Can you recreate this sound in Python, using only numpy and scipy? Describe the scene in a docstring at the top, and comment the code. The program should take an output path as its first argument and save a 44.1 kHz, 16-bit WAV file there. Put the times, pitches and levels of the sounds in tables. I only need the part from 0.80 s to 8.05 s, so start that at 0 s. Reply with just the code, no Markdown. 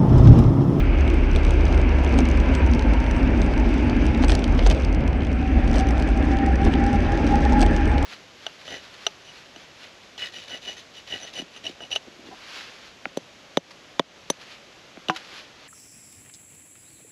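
"""An electric off-road board rolls fast over rough asphalt, heard by a microphone on its deck.
Throughout, two low modes of deck and tyres shake, the frame drones, tyres and air roar and the mount rattles.
The whine of two motors is faint at first, comes up after 1 s, sinks near 3.9 s and surges from 5 s on.
A hard bump knocks the deck at 1.4 s, a cluster from 3.4 to 3.9 s, more near 5 s and from 5.9 to 6.8 s.
Shaped noise makes the drone, roar and knocks; straying sines make the modes and the whine."""
import sys
import numpy as np
from scipy import signal
from scipy.fft import rfft, irfft
from scipy.io import wavfile
from scipy.ndimage import uniform_filter1d, minimum_filter1d, map_coordinates

SR = 44100
rng = np.random.default_rng(int(sys.argv[2]) if len(sys.argv) > 2 else 0)


def waveform_to_disk(signal):
    """Save audio, clipped to [-1, 1], as 16-bit WAV at the path in sys.argv[1]."""
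    frames = np.transpose(np.atleast_2d(signal))
    scaled = np.clip(frames, -1, 1) * 32767
    samples = np.round(scaled).astype(np.int16)
    wavfile.write(sys.argv[1], SR, samples)


N = 319725

# low modes of the deck on its tyres: time_s, flex_db, bounce_db
MODE_LEVELS = [(0.0, -15, -34), (0.2, -20, -16), (0.52, -16, -24), (0.87, -19, -18.5), (3.35, -24.5, -24),
               (3.53, -13.5, -19), (3.57, -28.5, -25.5), (3.89, -12.5, -26), (4.0, -40, -25),
               (4.06, -13.5, -27), (4.66, -39, -24), (4.76, -22.5, -19), (5.49, -26, -21), (5.63, -40, -23),
               (5.88, -16, -19.5), (5.96, -47, -23), (6.0, -24.5, -31), (6.18, -23, -28), (6.58, -23, -24),
               (6.66, -31, -18), (6.82, -17, -27), (7.25, -26, -21.5)]
# pitch of the bounce on the tyres: time_s, pitch_hz
BOUNCE_PITCH = [(0, 69.9), (1.2, 67), (2.3, 62.2), (3.1, 59.42), (3.5, 68.24), (4.4, 65.46), (4.7, 62.7),
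                (5.8, 61.7), (6.5, 66.3), (7.25, 65.4)]
# roughness of the asphalt, as the level of the frame drone: time_s, level_db
ROUGHNESS = [(0.0, -26), (0.3, -29), (1.27, -28.5), (1.37, -20), (1.67, -26.5), (3.39, -21.5), (3.55, -26),
             (4.58, -29.5), (4.85, -23), (5.39, -27), (5.51, -22.5), (5.79, -25.5), (5.83, -18.5),
             (6.3, -26.5), (6.56, -17), (6.64, -26), (6.78, -16.5), (6.84, -23.5), (7.25, -27)]
# level of the upper frame drone: time_s, level_db
UPPER_LEVEL = [(0, -30.5), (1, -29), (1.4, -44), (4.5, -42.5), (7.25, -41.5)]
# slow drift of the background: time_s, roar_db, rattle_db
BACKGROUND = [(0, -33, -52), (.9, -30, -48), (1.5, -31, -49.5), (3.3, -33.5, -49.5), (3.95, -30, -49),
              (4.25, -32.5, -56.5), (4.6, -37.5, -52.5), (5, -31.5, -49), (5.8, -33.5, -51.5),
              (6.4, -29.5, -46.5), (6.9, -30.5, -47.5), (7.25, -30.5, -48.5)]
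# motor load, as the level of the whine before its flutter: time_s, level_db
MOTOR_LOAD = [(0, -56), (.9, -51), (1.2, -38), (1.5, -45), (1.75, -37), (3.5, -38), (3.9, -51.5),
              (4.45, -41.5), (4.65, -34), (4.88, -38), (5, -26.5), (5.1, -33), (5.35, -35.5), (5.46, -37),
              (5.51, -29), (5.71, -24.5), (5.76, -39), (5.81, -22), (5.93, -38.5), (6.0, -26.5),
              (6.17, -26.5), (6.2, -37), (6.25, -32), (6.28, -24.5), (6.45, -38.5), (6.54, -20),
              (6.6, -32.5), (6.66, -25), (6.85, -23.5), (6.89, -35.5), (6.95, -30), (7.04, -33.5),
              (7.25, -29.5)]
# motor speed, as the pitch of the whine; loose in coasting, tight under drive: time_s, pitch_hz, stray_hz
MOTOR_SPEED = [(0, 930, 45), (1.2, 950, 30), (1.7, 995, 30), (1.95, 895, 30), (2.45, 920, 35),
               (2.65, 850, 45), (3.05, 875, 50), (3.5, 815, 40), (4.3, 755, 25), (4.65, 752, 11),
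               (5, 775, 8), (5.6, 782, 7), (6.1, 800, 9), (6.75, 822, 9), (7.25, 830, 11)]
# hard bumps that knock the deck: start_s, knock_db
HARD_BUMPS = [(1.388, -20), (3.437, -17), (3.495, -20.5), (3.518, -16), (3.542, -20.5), (3.79, -23),
              (3.861, -11), (3.871, -27), (3.905, -19.5), (3.915, -24), (4.944, -20.5), (4.971, -20.5),
              (4.998, -25), (5.864, -18.5), (5.932, -26), (6.263, -26), (6.515, -29.5), (6.808, -20.5),
              (6.825, -15)]
# ticks of the loose mount: start_s, bright_db, dull_db
MOUNT_TICKS = [(.1855,-39,-34),(0.208,-33,-35),(.2773,-36,-29),(0.3,-30,-32),(.341,-32,-35),(.513,-33,-34),(0.55,-37,-30),(0.5603,-26,-23),(.649,-29,-28),(0.707,-26.5,-29),(.853,-29.5,-34),(.9448,-34,-32),(0.9765,-30.5,-34),(1.0145,-34,-35),(1.1875,-37,-42),(1.246,-29.5,-34),(1.324,-34,-36),(1.378,-33,-35),(1.3877,-17.5,-22.5),(1.404,-30,-35),(1.4534,-32,-30),(1.4871,-25,-41),(1.5,-35,-35),(1.513,-29,-35),(1.5734,-31,-35),(1.6006,-30,-35),(1.7502,-25,-29),(1.863,-31,-39),(1.873,-35,-41),(1.914,-33.5,-41),(1.935,-27,-29),(1.993,-28,-31),(2.0228,-32.5,-31),(2.1356,-30,-32),(2.2017,-34,-39),(2.311,-29.5,-34),(2.429,-34,-36),(2.617,-28.5,-29),(2.6624,-35,-37),(2.7367,-37,-28.5),(2.7771,-33,-34),(2.8906,-35,-38),(2.9398,-33,-34),(3.0969,-30.5,-31),(3.1648,-34,-34),(3.2655,-30,-34),(3.347,-42,-26),(3.425,-32,-36),(3.4293,-31,-31),(3.4365,-32,-20),(3.445,-24.5,-25),(3.482,-21.5,-31),(3.495,-28,-15),(3.503,-24,-30),(3.512,-30,-34),(3.5182,-19,-19),(3.529,-29,-34),(3.551,-16.5,-22),(3.5918,-28,-31),(3.641,-23,-23),(3.7494,-34,-38),(3.7774,-34,-38),(3.7916,-33,-23),(3.8256,-36,-29),(3.8524,-31,-38),(3.8622,-22,-18),(3.865,-18,-20),(3.8714,-19,-26),(3.8996,-18.5,-21),(3.911,-23,-21),(3.915,-30,-25),(3.925,-31,-35),(3.947,-33,-27),(3.9994,-36,-39),(4.0203,-37,-34),(4.0482,-28.5,-33),(4.1266,-33,-37),(4.147,-30,-38),(4.207,-38,-43),(4.277,-30,-34),(4.3296,-40,-33),(4.4329,-39,-37),(4.4483,-35,-36),(4.5287,-35,-44),(4.8755,-36,-35),(4.9128,-30,-35),(4.93,-30,-36),(4.957,-25,-32),(4.962,-28,-33),(4.9826,-25.5,-36),(4.991,-25,-38),(4.9982,-24.5,-34),(5.0075,-29,-36),(5.069,-35,-38),(5.0876,-30,-32),(5.107,-28.5,-37),(5.1794,-33,-37),(5.1984,-32,-36),(5.223,-27.5,-32),(5.2745,-33.5,-34),(5.3737,-32,-39),(5.6621,-30.5,-36),(5.7566,-31,-35),(5.843,-31,-42),(5.8501,-27,-34),(5.937,-30,-22),(6.0392,-32,-37),(6.0642,-29,-38),(6.13,-31,-34),(6.3745,-33,-32),(6.4667,-32,-34),(6.5555,-28,-36),(6.6506,-33,-29),(6.7225,-29,-34),(6.7938,-31,-34),(6.807,-22,-24),(6.8145,-17,-26),(6.825,-28,-30),(6.8283,-23,-21),(6.8628,-24.5,-27),(6.9634,-26,-31),(7.1803,-31,-24),(7.2265,-23,-32)]

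# Spectra, each a relative density over frequency.
# air buffeting the microphone: freq_hz, density_db
BUFFET_SPECTRUM = [(8, -16), (20, -21), (45, -2.5), (80, 1), (100, -7.5), (130, -9.5), (170, -12.5),
                   (220, -13), (400, -72), (1000, -120)]
# drone of the frame: freq_hz, density_db
FRAME_SPECTRUM = [(100, -41.5), (170, -8.5), (189, -14.5), (237, -1), (262, -1.5), (295, -3.5), (338, -8),
                  (367, -18), (400, -13), (520, -46.5), (880, -120)]
# upper drone of the frame: freq_hz, density_db
UPPER_SPECTRUM = [(200, -48), (280, -2.5), (340, 1.5), (400, -5), (520, -33), (900, -120)]
# roar of the tyres: freq_hz, density_db
ROAR_SPECTRUM = [(200, -37.5), (330, -1), (400, -1.5), (460, -3.5), (550, -1), (700, -6), (850, -7.5),
                 (1050, -15), (1300, -19.5), (2000, -58.5), (4000, -120)]
# air rushing past: freq_hz, density_db
RUSH_SPECTRUM = [(590, -25), (1000, -8.5), (1160, -5.5), (1620, -0.5), (1880, -8), (2130, 0), (2280, 0.5),
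                 (2720, -3.5), (3270, -14.5), (3540, -28), (4600, -23.5), (7790, -120)]
# hiss of the loaded drive: freq_hz, density_db
DRIVE_SPECTRUM = [(650, -26.5), (1100, -31.5), (1350, -1.5), (1480, -10), (1620, -0.5), (1780, 0),
                  (1950, -5.5), (2200, -22), (2730, -39), (4620, -120)]
# knock of the deck: freq_hz, density_db
KNOCK_SPECTRUM = [(120, -4.5), (280, 14.5), (500, 14.5), (800, 16.5), (1100, 5.5), (1600, -0.5),
                  (2300, -3.5), (3500, -9.5), (6000, -27), (9000, -120)]
# dull part of the ticks, and the crunch of broken asphalt: freq_hz, density_db
CLAMP_SPECTRUM = [(900, -16.5), (1800, -7), (3100, -2.5), (3700, -8), (4500, -11.5), (6000, -25),
                  (9000, -53), (14000, -120)]
# bright part of the ticks, and tiny contacts: freq_hz, density_db
MOUNT_SPECTRUM = [(3000, -15.5), (4200, -3.5), (5000, -1.5), (5400, -1), (6100, 1), (7100, -10.5),
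                  (8000, -9), (9000, -12.5), (10000, -20.5), (11500, -27), (13000, -32.5), (15300, -61),
                  (18000, -120)]
# gritty hiss of the mount: freq_hz, density_db
GRIT_SPECTRUM = [(2500, 7), (3500, 15), (4300, 7), (4800, 10), (5400, 7), (6200, 6), (7100, -7),
                 (8400, -8.5), (9200, -22), (10000, -9), (11500, -31.5), (13000, -33), (15300, -77),
                 (18000, -120)]
# high narrow-band hiss, about 8 kHz: freq_hz, density_db
HIGH_HISS_SPECTRUM = [(7000, -61), (7800, 8), (8500, 1.5), (9100, -9.5), (9900, -9.5), (11000, -18.5),
                      (13000, -37.5), (16000, -120)]

FLEX_HZ = 42  # centre of the straying flex pitch
FULL_HZ = 900  # whine pitch against which speed is reckoned
TOP_HZ = 15375  # band limit
ROAR_ROAD, RUSH_ROAD, RATTLE_ROAD = 0.093, 0.11, 0.23  # shares of the road's dB swings
RUSH_DB, RUSH_SPEED = -36, 42  # base level; dB per tenfold speed
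DRIVE_DB, DRIVE_LOAD = -47, 0.85  # hiss level at a whine of -40.5 dB; share of the load's dB swings
BREAK_DB, BREAK_PER_S = 4.5, 36  # depth and rate of the random dips in the whine
SMALL_PER_S, SMALL_DB, SMALL_DULL_DB = 14, -39.5, 2.5  # lesser ticks: rate; mid level; dull over bright
TILT, PIVOT_HZ = 0.55, 5500  # how far the brightness of a tick strays; where its level stays put
HIGH_HISS_DB = -22  # relative to the grit, away from the bumps
CRUNCH_DB = -39.5
# broken asphalt about each bump: Gaussian half-width before saturation, s; level changes there, dB
PATCH_S = 0.013
PATCH_ROAR_DB, PATCH_RATTLE_DB, PATCH_HIGH_HISS_DB, PATCH_WHINE_DB = -0.5, 4.5, 14, 1


def amp(db):
    """Decibels to amplitude, by the definition of level."""
    return 10 ** (np.asarray(db) / 20)


def unit(x):
    """Normalisation to unit rms, so that levels can be set separately."""
    return x / np.sqrt(np.mean(x ** 2) + 1e-20)


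def curves(rows):
    """Linear interpolation in time: one value per sample for each column after the first."""
    s, *cols = np.transpose(rows)
    return [np.interp(np.arange(N) / SR, s, c) for c in cols]


def wobble(rate):
    """Band-limited randomness: a spline through Gaussian knots, rate of them a second."""
    knots = rng.standard_normal(int(N * 400 / SR) + 4)
    return map_coordinates(knots, [np.arange(N) * np.clip(rate, 0.1, 399) / SR])


def coloured(x, points):
    """Minimum-phase filtering: the spectrum shapes x causally, and white noise keeps its rms."""
    m = 2 ** 15
    hz, db = np.transpose(points)
    log_hz = np.log(np.fft.rfftfreq(m, 1 / SR) + 1)
    gain = unit(amp(np.interp(log_hz, np.log(hz + 1), db)))
    # folding the cepstrum onto positive times makes the response causal
    cepstrum = irfft(np.log(gain + 1e-6), m)
    cepstrum[1:m // 2] *= 2
    cepstrum[m // 2 + 1:] = 0
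    response = irfft(np.exp(rfft(cepstrum)), m)
    return signal.fftconvolve(x, response)[:N]


def rush(points, patchy_db, lumps_db, rate):
    """Turbulent noise of unit rms: random patches in time and frequency, and a lumpy overall level."""
    z = signal.stft(rng.standard_normal(N + 512), nperseg=512)[2]
    field = uniform_filter1d(rng.standard_normal(z.shape), size=5, axis=0)
    field = uniform_filter1d(field, size=8, axis=1)
    noise = signal.istft(z * amp(patchy_db * unit(field)), nperseg=512)[1][:N]
    return unit(coloured(noise * amp(lumps_db * wobble(rate)), points))


def waver(hz, stray_hz, flutter_db, rate):
    """Frequency and amplitude modulation: a sine of unit rms strays at random in pitch and level."""
    cycles = np.cumsum(hz + stray_hz * wobble(rate)) / SR
    phase = 2 * np.pi * (cycles + rng.random())
    return unit(amp(flutter_db * wobble(rate)) * np.sin(phase))


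def burst(n, t60):
    """Exponential decay: a puff of noise starts at unit rms and falls 60 dB in t60 seconds."""
    fade = amp(-60 * np.arange(n) / SR / t60)
    puff = rng.standard_normal(n) * fade
    return puff * np.linalg.norm(fade) / np.linalg.norm(puff)


def pace():
    """Forcing by the road: roughness about its mean in dB, and speed as log10 of its ratio to FULL_HZ."""
    road_db, hz = curves(ROUGHNESS)[0], curves(MOTOR_SPEED)[0]
    return road_db - road_db.mean(), np.log10(hz / FULL_HZ)


def patches():
    """Saturating excitation: rises towards 1 on the broken asphalt around a bump, 0 elsewhere."""
    t = np.arange(0, N / SR + 0.002, 0.001)
    near = sum(np.exp(-((t - s) / PATCH_S) ** 2) * amp(db + 15) for s, db in HARD_BUMPS)
    return np.interp(np.arange(N) / SR, t, np.tanh(2 * near))


def deck():
    """Modal vibration: the road keeps the flexing of the deck and its bounce on the tyres going."""
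    flex_db, bounce_db = curves(MODE_LEVELS)
    flex = waver(np.full(N, FLEX_HZ), stray_hz=5, flutter_db=3.2, rate=22)
    bounce = waver(curves(BOUNCE_PITCH)[0], stray_hz=3.475, flutter_db=-0.5, rate=24)
    return amp(flex_db) * flex + amp(bounce_db) * bounce


def rolling():
    """Roughness excitation: asphalt grain drives frame drone, tyre roar and air rush with shared lumps."""
    road, speed = pace()
    lumps = wobble(24)
    frame_db = curves(ROUGHNESS)[0] + 0.8 * lumps + 0.7 * wobble(9)
    frame = amp(frame_db) * rush(FRAME_SPECTRUM, patchy_db=0.5, lumps_db=0.5, rate=24)
    upper_db = curves(UPPER_LEVEL)[0] + 0.52 * lumps
    upper = amp(upper_db) * rush(UPPER_SPECTRUM, patchy_db=1.0, lumps_db=-2.5, rate=13)
    roar_db = curves(BACKGROUND)[0] + ROAR_ROAD * road + PATCH_ROAR_DB * patches() + lumps
    roar = amp(roar_db) * rush(ROAR_SPECTRUM, patchy_db=1.5, lumps_db=0.26, rate=27)
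    air_db = RUSH_DB + RUSH_ROAD * road + RUSH_SPEED * speed + 0.092 * lumps
    air = amp(air_db) * rush(RUSH_SPECTRUM, patchy_db=0.5, lumps_db=0.57, rate=50)
    return frame + upper + roar + air


def motors():
    """Tonal whine at a pitch set by motor speed: one motor firm, the other weaker, looser and 8 Hz above."""
    hz, stray_hz = curves(MOTOR_SPEED)
    firm = waver(hz, stray_hz=stray_hz, flutter_db=2, rate=70)
    loose = 0.55 * waver(hz + 8, stray_hz=4 * stray_hz, flutter_db=3, rate=90)
    dips_db = BREAK_DB * np.abs(wobble(BREAK_PER_S))
    whine_db = curves(MOTOR_LOAD)[0] + PATCH_WHINE_DB * patches() - dips_db + 0.38 * wobble(21)
    return amp(whine_db) * (firm + loose)


def drive_hiss():
    """Load-dependent noise: the drive hisses near twice the whine's pitch, following the smoothed load."""
    load_db = uniform_filter1d(curves(MOTOR_LOAD)[0], size=SR // 2)
    level_db = DRIVE_DB + DRIVE_LOAD * (load_db + 40.5) + 0.5 * wobble(4.23)
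    return amp(level_db) * rush(DRIVE_SPECTRUM, patchy_db=2.3, lumps_db=-0.5, rate=24)


def bumps():
    """Impact response: cracks in the road shake the deck into short, grainy, decaying knocks."""
    knocks = np.zeros(N + 2500)
    rise = 1 - np.exp(-np.arange(2500) / SR / 0.001)
    for s, db in HARD_BUMPS:
        knocks[round(s * SR):][:2500] += amp(db) * rise * burst(2500, t60=0.06)
    return coloured(knocks[:N] * amp(1.05 * wobble(300)), KNOCK_SPECTRUM)


def crunch():
    """Granular noise: broken asphalt around each bump crunches, its level broken up very fast."""
    grains = rush(CLAMP_SPECTRUM, patchy_db=5.5, lumps_db=5.5, rate=380)
    return amp(CRUNCH_DB) * patches() * grains


def rattle_level():
    """Forced rattle: its level in dB follows the drift, the roughness and the broken asphalt."""
    return curves(BACKGROUND)[1] + RATTLE_ROAD * pace()[0] + PATCH_RATTLE_DB * patches()


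def lesser_ticks():
    """Poisson arrivals: small ticks with exponential waits, the bright parts following the rattle level."""
    draws = rng.random((200, 3))
    when = np.cumsum(-np.log(1 - draws[:, 0])) / SMALL_PER_S
    swing_db = rattle_level()
    swing_db = swing_db - swing_db.mean()
    small = []
    for s, (a, b) in zip(when, draws[:, 1:]):
        if s < N / SR:
            bright_db = SMALL_DB + swing_db[int(s * SR)] + 12 * (a - 0.5)
            dull_db = SMALL_DB + SMALL_DULL_DB + 10 * (b - 0.5)
            small.append((s, bright_db, dull_db))
    return small


def tilted(x):
    """First-order spectral tilt: x turns brighter or duller at random, its level kept at the pivot."""
    c = rng.uniform(-TILT, TILT)
    pivot_gain = abs(1 + c * np.exp(-2j * np.pi * PIVOT_HZ / SR))
    return np.convolve(x, [1, c])[:len(x)] / pivot_gain


def ticks():
    """Contact impacts: loose parts of the mount tick with a bright and a dull part, each leaving a buzz."""
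    bright, dull = np.zeros(N + 1500), np.zeros(N + 1500)
    rise = np.minimum(np.arange(1500) / SR / 0.0016, 1) ** 2
    for s, bright_db, dull_db in MOUNT_TICKS + lesser_ticks():
        # a fast decay, then a faint buzz as the part settles
        click = burst(1500, t60=rng.uniform(0.006, 0.011))
        tick = rise * (click + 0.02 * burst(1500, t60=0.07))
        tick = 3.7 * tilted(tick) / np.linalg.norm(tick)
        thud = np.sqrt(rise) * (2.37 * burst(1500, t60=0.0093) + 0.2 * burst(1500, t60=0.041))
        bright[round((s - 0.0005) * SR):][:1500] += amp(bright_db) * tick
        dull[round(s * SR):][:1500] += amp(dull_db) * thud
    return coloured(bright[:N], MOUNT_SPECTRUM) + coloured(dull[:N], CLAMP_SPECTRUM)


def chatter():
    """Shot noise: tiny contacts in random bunches, a few far harder, over grit and a hiss about 8 kHz."""
    chance, size = rng.random(N), rng.exponential(1, N)
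    rate = 130 * amp(5 * wobble(12))  # contacts per second
    hits = (chance < rate / SR) * amp(5 * np.minimum(size, 2))
    decay = amp(-60 * np.arange(600) / SR / 0.005)
    grains = signal.fftconvolve(hits, decay)[:N] * rng.standard_normal(N)
    contacts = 0.22 * unit(coloured(grains, MOUNT_SPECTRUM))
    # the narrow-band hiss swells around the bumps
    high_hiss_db = HIGH_HISS_DB + PATCH_HIGH_HISS_DB * patches()
    high_hiss = amp(high_hiss_db) * rush(HIGH_HISS_SPECTRUM, patchy_db=6.0, lumps_db=6.5, rate=25)
    grit = rush(GRIT_SPECTRUM, patchy_db=1.0, lumps_db=1.7, rate=52)
    return amp(rattle_level()) * (high_hiss + contacts + grit)


def buffeting():
    """Turbulent pressure: air buffets the microphone as low, lumpy noise."""
    return amp(-23.5) * rush(BUFFET_SPECTRUM, patchy_db=1.0, lumps_db=1.5, rate=20)


def scene():
    """Superposition: the pressures of all sources add."""
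    vehicle = deck() + rolling() + motors() + drive_hiss()
    impacts = bumps() + crunch() + ticks()
    return (vehicle + impacts + chatter() + buffeting())[None]


def record(dry):
    """Limiting and band limitation: gain drops around peaks over a ceiling; nothing passes TOP_HZ."""
    need = np.minimum(1, amp(-4.2) / (np.abs(dry) + 1e-9))
    gain = uniform_filter1d(minimum_filter1d(need, size=900, axis=1), size=700, axis=1)
    held = dry * gain
    # the mirrored copy keeps the ends continuous for the transform
    both = np.hstack([held, held[:, ::-1]])
    passband = np.fft.rfftfreq(2 * N, 1 / SR) < TOP_HZ
    return irfft(rfft(both) * passband, 2 * N)[:, :N]


dry = scene()
out = record(dry)
waveform_to_disk(out)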